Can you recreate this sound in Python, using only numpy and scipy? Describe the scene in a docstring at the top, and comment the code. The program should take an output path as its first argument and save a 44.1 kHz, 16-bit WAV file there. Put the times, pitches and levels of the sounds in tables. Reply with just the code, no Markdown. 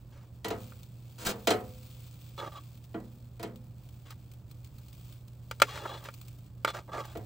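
"""A machine hums throughout over a low outdoor rumble, and sausages sizzle faintly on a small charcoal
grill. Metal tongs knock and scrape on the grate, which rings the sheet-metal bowl; this alternates with
rubs and clacks in a dish of shrimp close to the microphone. Fat spits now and then.
Hum is made of sine waves, sizzle and spits of tiny clicks and noise bursts; struck or rubbed metal is
made of fading sine waves and noise, set going by single blows or streams of random clicks."""
import sys
import numpy as np
from scipy import signal
from scipy.fft import rfft, irfft, next_fast_len
from scipy.io import wavfile
from scipy.ndimage import uniform_filter1d, map_coordinates

SR = 44100
rng = np.random.default_rng(int(sys.argv[2]) if len(sys.argv) > 2 else 0)


def wav_out(sig):
    """Save sig, one row per channel (or a flat mono array), as 16-bit PCM at SR to the path in sys.argv[1]."""
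    wavfile.write(sys.argv[1], SR, np.round(np.clip(np.atleast_2d(sig).T, -1, 1) * 32767).astype(np.int16))


N = 319725
TIME = np.arange(N) / SR  # seconds
# Table levels set the balance; the functions trim, color and pan them further.
# In every table of modes, fade_s is the time to fall by 60 dB.


def undb(db):
    """Turn decibels into a gain."""
    return 10 ** (np.asarray(db) / 20)


def unit(x):
    """Scale a sound to an rms level of 1."""
    return x / np.sqrt(np.mean(x ** 2))


def at_hz(points, hz):
    """Read a curve of (frequency, value) points on a log-frequency axis."""
    f, value = np.transpose(points)
    return np.interp(np.log(np.maximum(hz, 1)), np.log(f), value)


def colour(x, points, size=8192):
    """Filter to a (pitch_hz, level_db) spectrum, with no sound before its cause (minimum phase)."""
    log_gain = at_hz(points, np.fft.rfftfreq(size, 1 / SR)) * np.log(10) / 20
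    cepstrum = irfft(log_gain)
    # folding the second half onto the first puts the response after the start
    cepstrum[1:size // 2] *= 2
    cepstrum[size // 2 + 1:] = 0
    response = irfft(np.exp(rfft(cepstrum)))
    return signal.fftconvolve(x, response)[:len(x)]


def band(x, lo_hz, hi_hz, order=2):
    """Keep only the sound between two frequencies."""
    edges = [lo_hz, min(hi_hz, SR / 2 - 1)]
    return signal.sosfilt(signal.butter(order, edges, "band", fs=SR, output="sos"), x)


def walk(rate_hz):
    """A smooth random wander with an rms of 1, from rate_hz new values each second."""
    k = int(SR / rate_hz)
    steps = np.repeat(rng.standard_normal(N // k + 1), k)
    smooth = uniform_filter1d(uniform_filter1d(steps, k), k)
    return unit(smooth[:N])


def stroke(start, length, swell_db, attack_s, release_s):
    """Gain of one sliding contact: it bites, presses steadily harder or softer, then lets go."""
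    t = TIME - start
    bite = 1 - np.exp(-np.maximum(t, 0) / attack_s)
    pressure = undb(swell_db * (np.clip(t / length, 0, 1) - .5))
    let_go = np.exp(-np.maximum(t - length, 0) / release_s)
    return bite * pressure * let_go


def add(track, s, sound):
    """Mix a sound into a track at time s, in seconds."""
    start = int(s * SR)
    track[start:start + len(sound)] += sound[:N - start]


def ring(modes, t):
    """Fading sine waves, the modes of struck metal; neighbours swing in opposite directions."""
    out = 0
    for k, (hz, db, fade_s) in enumerate(modes):
        out = out + (-1) ** k * undb(db - 60 * t / fade_s) * np.sin(2 * np.pi * hz * t)
    return out


def wash(bands, t):
    """Modes too dense to tell apart: octaves of noise, each dying at its own pace."""
    out = 0
    for hz, db, fade_s in bands:
        octave = band(rng.standard_normal(len(t)), hz / np.sqrt(2), hz * np.sqrt(2))
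        out = out + undb(db - 60 * t / fade_s) * unit(octave)
    return out


def grains(rate_hz, spread_db):
    """Random tiny clicks, rate_hz each second on average, mostly weak with a few strong ones."""
    size = undb(spread_db * np.minimum(rng.exponential(size=N), 5))
    return unit((rng.random(N) < rate_hz / SR) * size * rng.choice([-1, 1], N))


def blow(response, db, bright_db, split_hz):
    """Shape one blow: harder contact puts more of its energy above the split frequency."""
    low = signal.sosfilt(signal.butter(4, split_hz, "low", fs=SR, output="sos"), response)
    high = signal.sosfilt(signal.butter(4, split_hz, "high", fs=SR, output="sos"), response)
    # loudest 4 ms of each part
    peak_low, peak_high = (np.sqrt(uniform_filter1d(part ** 2, size=176).max()) for part in (low, high))
    return undb(db) * (low / peak_low + undb(bright_db) * high / peak_high)


# steady tones of the machine: pitch_hz, level_db (average rms)
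MACHINE_HUM = [(119.8, -48), (239.6, -82.5), (299.3, -73), (359.5, -77), (538.7, -80)]
# tone of the outdoor rumble: pitch_hz, level_db (relative)
YARD_COLOUR = [(10, -34.5), (25, -14), (50, -1), (80, 2.5), (115, 0.5), (160, -3.5), (220, -11), (310, -17),
               (420, -21.5), (540, -21), (800, -26), (1200, -30.5), (1900, -38.5), (6000, -64)]


def yard(rumble_db=-50.0, side_db=-17, waver_db=0.64):
    """A machine's sine tones waver slightly over a low rumble of coloured noise."""
    hum = 0
    for hz, db in MACHINE_HUM:
        level = np.sqrt(2) * undb(db + waver_db * walk(1.8))
        hum = hum + level * np.sin(2 * np.pi * hz * TIME + 0.059 * walk(1.4))
    mid, side = (unit(colour(rng.standard_normal(N), YARD_COLOUR)) for _ in range(2))
    # the side noise is opposite in left and right, which widens the rumble
    return hum + undb(rumble_db) * (mid + undb(side_db) * side * np.array([[1], [-1]]))


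# loudness of the sizzle over time: time_s, level_db (before trim)
SIZZLE_LEVEL = [(0.0, -71.5), (0.42, -71.5), (0.6, -58), (0.91, -68), (1.39, -61), (2.3, -61.5),
                (2.6, -64.5), (3.35, -71), (4.15, -68), (4.42, -72), (4.85, -66), (5.1, -62.5), (5.23, -70),
                (5.45, -68.5), (5.72, -62), (6.24, -63.5), (6.55, -73), (7.25, -62.5)]
# loud noise bursts: start_s, level_db (before trim); the one at 3.4285 s is the bright tick
# at the top of a grate knock, the others are the loudest spits of fat
LOUD_BURSTS = [(0.4831, -30.5), (0.831, -43), (2.8397, -47), (3.4285, -34), (3.5578, -47), (4.1055, -37.5),
               (4.3151, -46.5), (4.512, -44), (4.6453, -44.5), (4.7825, -46.5), (4.8828, -47.5),
               (4.9287, -45), (5.1237, -45), (5.2803, -49.5), (6.0395, -39.5), (6.1392, -39.5),
               (6.213, -40), (6.2813, -41.5), (7.053, -40.5), (7.1714, -39.5)]
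# tone of sizzle and bursts: pitch_hz, level_db (relative)
SIZZLE_COLOUR = [(300, -29), (1200, 2), (1900, -6.5), (2300, 2), (3300, 4), (3650, 1.5), (4300, 3),
                 (6200, -2), (8000, 2.5), (11500, -5), (16000, 4)]


def sizzle_and_bursts(gain_db=4, burst_db=-2, burst_s=0.0051, flutter_db=0.76, crackle_db=-9,
                      small_spit_db=-51, small_spread_db=2, count=20):
    """Bursting beads of fat, a sparser crackle, small spits at random and single louder bursts."""
    s, db = np.transpose(SIZZLE_LEVEL)
    t = TIME[:SR // 20]
    # a snap, then its scatter inside the bowl
    snap = (1 - np.exp(-t / 0.00039)) * (np.exp(-t / burst_s) + 0.091 * np.exp(-t / 0.0128))
    pops = np.abs(grains(rate_hz=40, spread_db=1.5))
    crackle = signal.fftconvolve(pops, snap)[:N] * rng.standard_normal(N)
    beads = grains(rate_hz=6200, spread_db=4.0)
    out = beads + undb(crackle_db) * unit(crackle)
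    out *= undb(np.interp(TIME, s, db) + gain_db + flutter_db * walk(28))
    small_spits = [(when * TIME[-1], small_spit_db + small_spread_db * (2 * size - 1))
                   for when, size in rng.random((count, 2))]
    for s, db in list(LOUD_BURSTS) + small_spits:
        add(out, s, undb(db + burst_db) * snap * rng.standard_normal(len(t)))
    return colour(out, SIZZLE_COLOUR)


# tongs drag along the bars: start_s, length_s, level_db (before trims), swell_db (over the stroke)
GRATE_DRAGS = [(1.18, 0.059, -43, 3), (1.244, 0.026, -32, 17), (1.266, 0.04, -33, 3.5)]
# tone of the dragging rasp: pitch_hz, level_db (relative)
DRAG_COLOUR = [(100, -7), (300, -9), (1400, -4), (2000, -10.5), (3200, -7.5), (5500, -10.5), (8000, -8),
               (11000, -16.5), (16000, -13.5)]
# ringing of grate and bowl walls, also used by the knocks: pitch_hz, level_db (relative), fade_s
GRILL_MODES = [(433.6, 3, 0.3), (467.5, 4, 0.2), (509, -7, 0.81), (581, -17, 0.11), (679, 6, 0.19),
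               (732, -5.5, 0.37), (795, -8.5, 0.17), (902, -2.5, 0.085), (984, -3, 0.13),
               (1271, -13.5, 0.31), (1397, -5.5, 0.15), (1937, -12, 0.22), (2880, -11, 0.099),
               (3138, -7, 0.13), (3470, -19, 0.15), (4080, -2.5, 0.067)]
# the crowd of weaker sheet-metal modes, also for the knocks: pitch_hz, level_db (relative), fade_s
GRILL_WASH = [(393, 0.5, 0.34), (850, -9, 0.36), (1590, -10, 0.25), (3060, -3, .13), (6800, -7.5, 0.14),
              (13200, -25, 0.36)]
# deep ringing of the grill bowl, also for the knocks: pitch_hz, level_db (relative), fade_s
BOWL_MODES = [(184.4, -1, 0.56), (205, 1, 0.8), (236.4, 1, 0.94), (316.3, 8, 0.31), (331, 10.5, 0.19),
              (348, -22, 0.54)]


def grate_drag(rasp_db=11, walls_db=-2, wash_db=3, deep_db=-9, attack_s=0.004, release_s=0.013):
    """Steel sticks and slips along the bars; the bowl rings on behind the rasp."""
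    t = TIME[:SR]
    strokes = [undb(db) * stroke(s, length, swell_db, attack_s, release_s)
               for s, length, db, swell_db in GRATE_DRAGS]
    press = np.max(strokes, axis=0)
    slips = grains(rate_hz=8400, spread_db=2.5) * undb(1.5 * walk(120)) * press
    walls = unit(ring(GRILL_MODES, t)) + undb(wash_db) * unit(wash(GRILL_WASH, t))
    deep = ring(BOWL_MODES, t)
    bowl = undb(walls_db) * walls / np.linalg.norm(walls) + undb(deep_db) * deep / np.linalg.norm(deep)
    rung = signal.fftconvolve(band(slips, 110, 4500, order=1), bowl)[:N]
    return undb(rasp_db) * colour(slips, DRAG_COLOUR) + rung


# knocks on the grate: start_s, body_db (before trim), then levels relative to the body, before trims: #
# clatter_db (bright part), boom_db (whole grill), bowl_db (low ring); spot_hz (favoured by the struck spot); #
# all rows are tongs knocking, except the last at 7.172 s: the dish pressed down on the grill, a soft thud with
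# a deep boom
GRATE_KNOCKS = [(0.4447, -29.5, -3.5, -7, -8.5, 920), (0.503, -25.5, -12.5, -14, -13.5, 870),
                (1.4712, -17, -5, -22.5, -15.5, 630), (1.504, -18, -6, -12.5, -21.5, 663),
                (2.942, -31, -27, -36, -3.5, 330), (3.395, -38, -10, -5, -6.5, 330),
                (3.428, -31, -10, -35, -5.5, 355), (7.152, -31.5, -23.5, -28, -11, 640),
                (7.172, -57.5, -11, 23, -10, 320)]
BOOM_HZ, BOOM_FADE_S = 106.1, 0.85
SPOT_DB, SPOT_SPAN = 2.5, 1.25  # lift of the favoured modes; frequency ratio over which it fades


def grate_knocks(gain_db=-2, bright_db=2, chatter_s=0.019, chatter_db=-4, wash_db=-1, swell_s=0.0018,
                 crack_db=-8, crack_s=0.0042, tick_db=-12, boom_db=-4, deep_db=-8):
    """The tips crack on the bars, the loose grate chatters on its rests and the bowl rings."""
    out, t = np.zeros(N), TIME[:SR]
    walls, deep = ring(GRILL_MODES, t), ring(BOWL_MODES, t)
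    boom = ring([(BOOM_HZ, 0, BOOM_FADE_S)], t)
    for s, db, hard_db, heavy_db, low_db, spot_hz in GRATE_KNOCKS:
        chatter = band(rng.standard_normal(len(t)) * np.exp(-t / chatter_s), 660, 14500)
        # a single click is the first hit; noise follows as chatter
        force = undb(chatter_db) * chatter / np.linalg.norm(chatter) + (t == 0)
        body = signal.fftconvolve(force, walls)[:len(t)]
        crack = band(rng.standard_normal(len(t)) * np.exp(-t / crack_s), 330, 4200, order=1)
        tick = band(rng.standard_normal(len(t)) * np.exp(-t / crack_s), 3400, 16000)
        contact = undb(crack_db) * unit(crack) + undb(tick_db) * unit(tick)
        response = unit(body) + undb(wash_db) * unit(wash(GRILL_WASH, t)) + contact
        # each spot on the grate drives some modes more than others
        response = colour(response, [(spot_hz / SPOT_SPAN, 0), (spot_hz, SPOT_DB), (spot_hz * SPOT_SPAN, 0)])
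        # the bowl takes a few milliseconds to pick up the motion of the grate
        swell = 1 - np.exp(-(t / swell_s) ** 1.1)
        lows = undb(db + heavy_db + boom_db) * boom + undb(db + low_db + deep_db) * deep
        knock = blow(response * swell, db + gain_db, hard_db + bright_db, split_hz=1980)
        add(out, s, knock + lows * swell)
    return out


# strokes in the dish: start_s, length_s, body_db (before trim), swell_db (over the stroke),
# then levels relative to the body, before trims: hiss_db, squeak_db (blades), groan_db (arms);
# the one at 5.852 s is the low body of the clack at 5.855 s, in the others the tongs rub
DISH_STROKES = [(0.12, 0.13, -63, -9, -2, -17, -13), (2.377, 0.025, -42.5, -2, -6.5, 0, -4),
                (2.411, 0.067, -40.5, -5, -13, -13.5, -9), (2.516, 0.06, -51, 5.5, -7, -3.5, 5.5),
                (4.051, 0.07, -58.5, 5, -0.5, -5, -3), (5.667, 0.12, -44, 8.5, -2, -5, -3),
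                (5.795, 0.183, -42, -3, -9.5, -6.5, -17), (5.852, 0.0144, -27.5, -10, -27, -25, -28),
                (5.975, 0.071, -50, -3, -12, -12, -20), (6.048, 0.043, -47.5, -18, -2.5, -18, -20),
                (6.671, 0.023, -32.5, 0, -6, -6.5, -1.5), (6.734, 0.06, -38.5, -7, -7.5, -24, -6),
                (6.879, 0.016, -40, 5, -27.5, -26, -14), (6.917, 0.091, -33.5, 6, -15, -20, 0),
                (7.033, 0.1, -50.5, -8, -6, -9, -21)]
# ringing of a stroke in the dish: pitch_hz, level_db (relative), fade_s
STROKE_MODES = [(328, -6, 0.033), (580, -0.5, 0.026), (868, -1, 0.026), (1221, 1, 0.023),
                (1410, -11, 0.013), (1600, -9, 0.032), (2150, -12, 0.0076)]
# ringing of the tong blades: pitch_hz, level_db (relative), fade_s
BLADE_MODES = [(2810, -10, 0.046), (3350, 0.5, 0.029), (3920, -5.5, 0.028), (4200, -12.5, 0.065)]
# ringing of the long arms of the tongs: pitch_hz, level_db (relative), fade_s
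ARM_MODES = [(1130, -1.5, 0.061), (1290, -6, 0.03)]
# tone of the wet hiss: pitch_hz, level_db (relative)
HISS_COLOUR = [(300, -7.5), (1500, 4), (3500, -1.5), (5500, -5), (8000, -8), (11000, -15), (16000, -16.5)]


def dish_strokes(body_db=-1, hiss_db=2, squeak_db=-2, groan_db=-1, judder_db=1.5, shift_db=2.44,
                 attack_s=0.004, release_s=0.014):
    """Uneven slips of the tips in wet shrimp hiss and ring the dish, the blades (squeak) and arms (groan)."""
    t = TIME[:SR // 10]
    slips = grains(rate_hz=3200, spread_db=2.5) * undb(judder_db * walk(130))
    rings = [unit(signal.fftconvolve(slips, ring(modes, t))[:N])
             for modes in (STROKE_MODES, BLADE_MODES, ARM_MODES)]
    # the resonances bend a little and trade strength as the point of contact moves
    bend = [(TIME + 0.000726 * walk(19)) * SR]
    body, squeak, groan = (map_coordinates(part, bend, order=3) * undb(shift_db * walk(45))
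                           for part in rings)
    hiss = unit(colour(slips, HISS_COLOUR))
    gains = np.zeros((4, N))
    for s, length, db, swell_db, wet_db, grip_db, arm_db in DISH_STROKES:
        parts_db = np.array([[body_db], [wet_db + hiss_db], [grip_db + squeak_db], [arm_db + groan_db]])
        mix = undb(db + parts_db)
        # where strokes overlap, the stronger one counts
        gains = np.maximum(gains, mix * stroke(s, length, swell_db, attack_s, release_s))
    return np.sum(gains * [body, hiss, squeak, groan], axis=0)


# tongs clack on the dish: start_s, body_db (before trim), crack_db (bright part, relative, before trim)
DISH_CLACKS = [(0.72, -43.5, -31), (2.422, -38, -24), (4.105, -47.5, -3), (5.511, -27.5, -8),
               (5.599, -31.5, -6.5), (5.618, -4.5, -13), (5.621, -15.5, -5.5), (5.625, -29, -23),
               (5.774, -31, -22), (5.855, -32, -30), (6.086, -31.5, -19.5), (6.647, -13.5, -16),
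               (6.677, -21, -21), (6.701, -33.5, -8), (6.747, -31.5, -36)]
# ringing of tongs against the dish: pitch_hz, level_db (relative), fade_s
DISH_MODES = [(391, -25, 0.012), (555, -3, 0.029), (900, -11.5, 0.064), (1208, -1, 0.039),
              (1380, -3, 0.048), (1523, -3.5, 0.025), (2240, -13, 0.033), (2370, -9, 0.018),
              (3040, -10.5, 0.017), (3380, -19, 0.03), (4020, -12.5, 0.014), (4830, -15.5, 0.014),
              (8100, -22.5, 0.028)]
# the crowd of weaker dish modes: pitch_hz, level_db (relative), fade_s
DISH_WASH = [(400, -8.5, 0.12), (750, -3, 0.051), (1720, 3.5, 0.062), (3400, -6.5, 0.016),
             (6400, -2, 0.024), (11700, -2, 0.016)]


def dish_clacks(gain_db=-3, bright_db=3, wash_db=-8, yard_db=-30, yard_fade_s=0.14, bite_s=0.0011):
    """Short hollow clacks, damped by the food; the yard returns a faint tail."""
    out, t = np.zeros(N), TIME[:SR // 3]
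    dish = unit(ring(DISH_MODES, t))
    for s, db, hard_db in DISH_CLACKS:
        tail = band(rng.standard_normal(len(t)), 300, 4000, order=1)
        tail *= np.exp(-np.log(1000) * t / yard_fade_s)  # down 60 dB after yard_fade_s
        response = dish + undb(wash_db) * unit(wash(DISH_WASH, t)) + undb(yard_db) * unit(tail)
        # the tips bite through a film of marinade
        contact = 1 - np.exp(-(t / bite_s) ** 2)
        add(out, s, blow(response * contact, db + gain_db, hard_db + bright_db, split_hz=3770))
    return out


# level difference between the two microphone ports: pitch_hz, left_minus_right_db
PORT_BALANCE = [(110, -4), (400, 0), (800, -6), (1200, 1), (1750, -1.5), (2400, 3), (5000, 0.5), (7500, 0),
                (15000, -1.5)]
# phase difference between the ports: pitch_hz, left_lead_radians
PORT_PHASE = [(50, 0), (600, -.25), (1700, -.65), (2800, .65), (4500, .2), (5900, -.8), (6800, .45),
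              (8150, -.2), (9400, -3.1), (10000, -3.2), (11200, -6.2), (12100, -6.4), (13100, -9.3),
              (13600, -9.5), (15000, -12.5)]


def ports(x, pan_db, scatter_db):
    """A near sound reaches the two ports with different level and phase; close reflections differ too."""
    t = TIME[:SR // 25]
    reflections = rng.standard_normal(len(t)) * np.exp(-t / 0.0064)
    scattered = signal.fftconvolve(x, reflections / np.linalg.norm(reflections))[:N]
    side = undb(scatter_db) * band(scattered, 490, 6100, order=2)
    size = next_fast_len(N + 4096)
    hz = np.fft.rfftfreq(size, 1 / SR)
    # each port gets half of the difference, in opposite directions
    half = undb(at_hz(PORT_BALANCE, hz) / 2) * np.exp(.5j * at_hz(PORT_PHASE, hz))
    left, right = rfft(x + side, size) * half, rfft(x - side, size) / half
    pair = irfft(np.array([left, right]), size)[:, :N]
    return pair * undb(pan_db * np.array([[.5], [-.5]]))


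# where the tongs are in the dish: time_s, left_minus_right_db (added to the port balance)
DISH_PAN = [(2.4, -0.5), (5.6, 2), (6.1, 0.5), (6.65, 0)]
# gain on the close reflections, before their band filter
GRILL_SCATTER_DB, DISH_SCATTER_DB = -6, -16


def scene(yard_pan_db=-2.0):
    """The grill below, the dish close by, the yard all round."""
    grill = ports(grate_knocks() + grate_drag(), pan_db=0.0, scatter_db=GRILL_SCATTER_DB)
    dish_pan_db = np.interp(TIME, *np.transpose(DISH_PAN))
    dish = ports(dish_clacks() + dish_strokes(), pan_db=dish_pan_db, scatter_db=DISH_SCATTER_DB)
    bursts = ports(sizzle_and_bursts(), pan_db=1.4, scatter_db=GRILL_SCATTER_DB)
    background = yard() * undb(yard_pan_db * np.array([[.5], [-.5]]))
    return grill + dish + bursts + background


# response shared by both microphone ports: pitch_hz, level_db
PORT_COLOUR = [(20, -1.5), (8500, -4), (10000, -2.5), (12500, -5.5), (14200, 0), (15400, 1.5), (15700, 0),
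               (16100, -25)]
TOP_HZ = 16400  # upper limit of the sound


def record(dry):
    """The microphone dips the treble slightly and lifts its top before the cutoff."""
    heard = np.array([colour(channel, PORT_COLOUR) for channel in dry])
    return signal.sosfilt(signal.ellip(8, .2, 70, TOP_HZ, fs=SR, output="sos"), heard)


dry = scene()
out = record(dry)
wav_out(out)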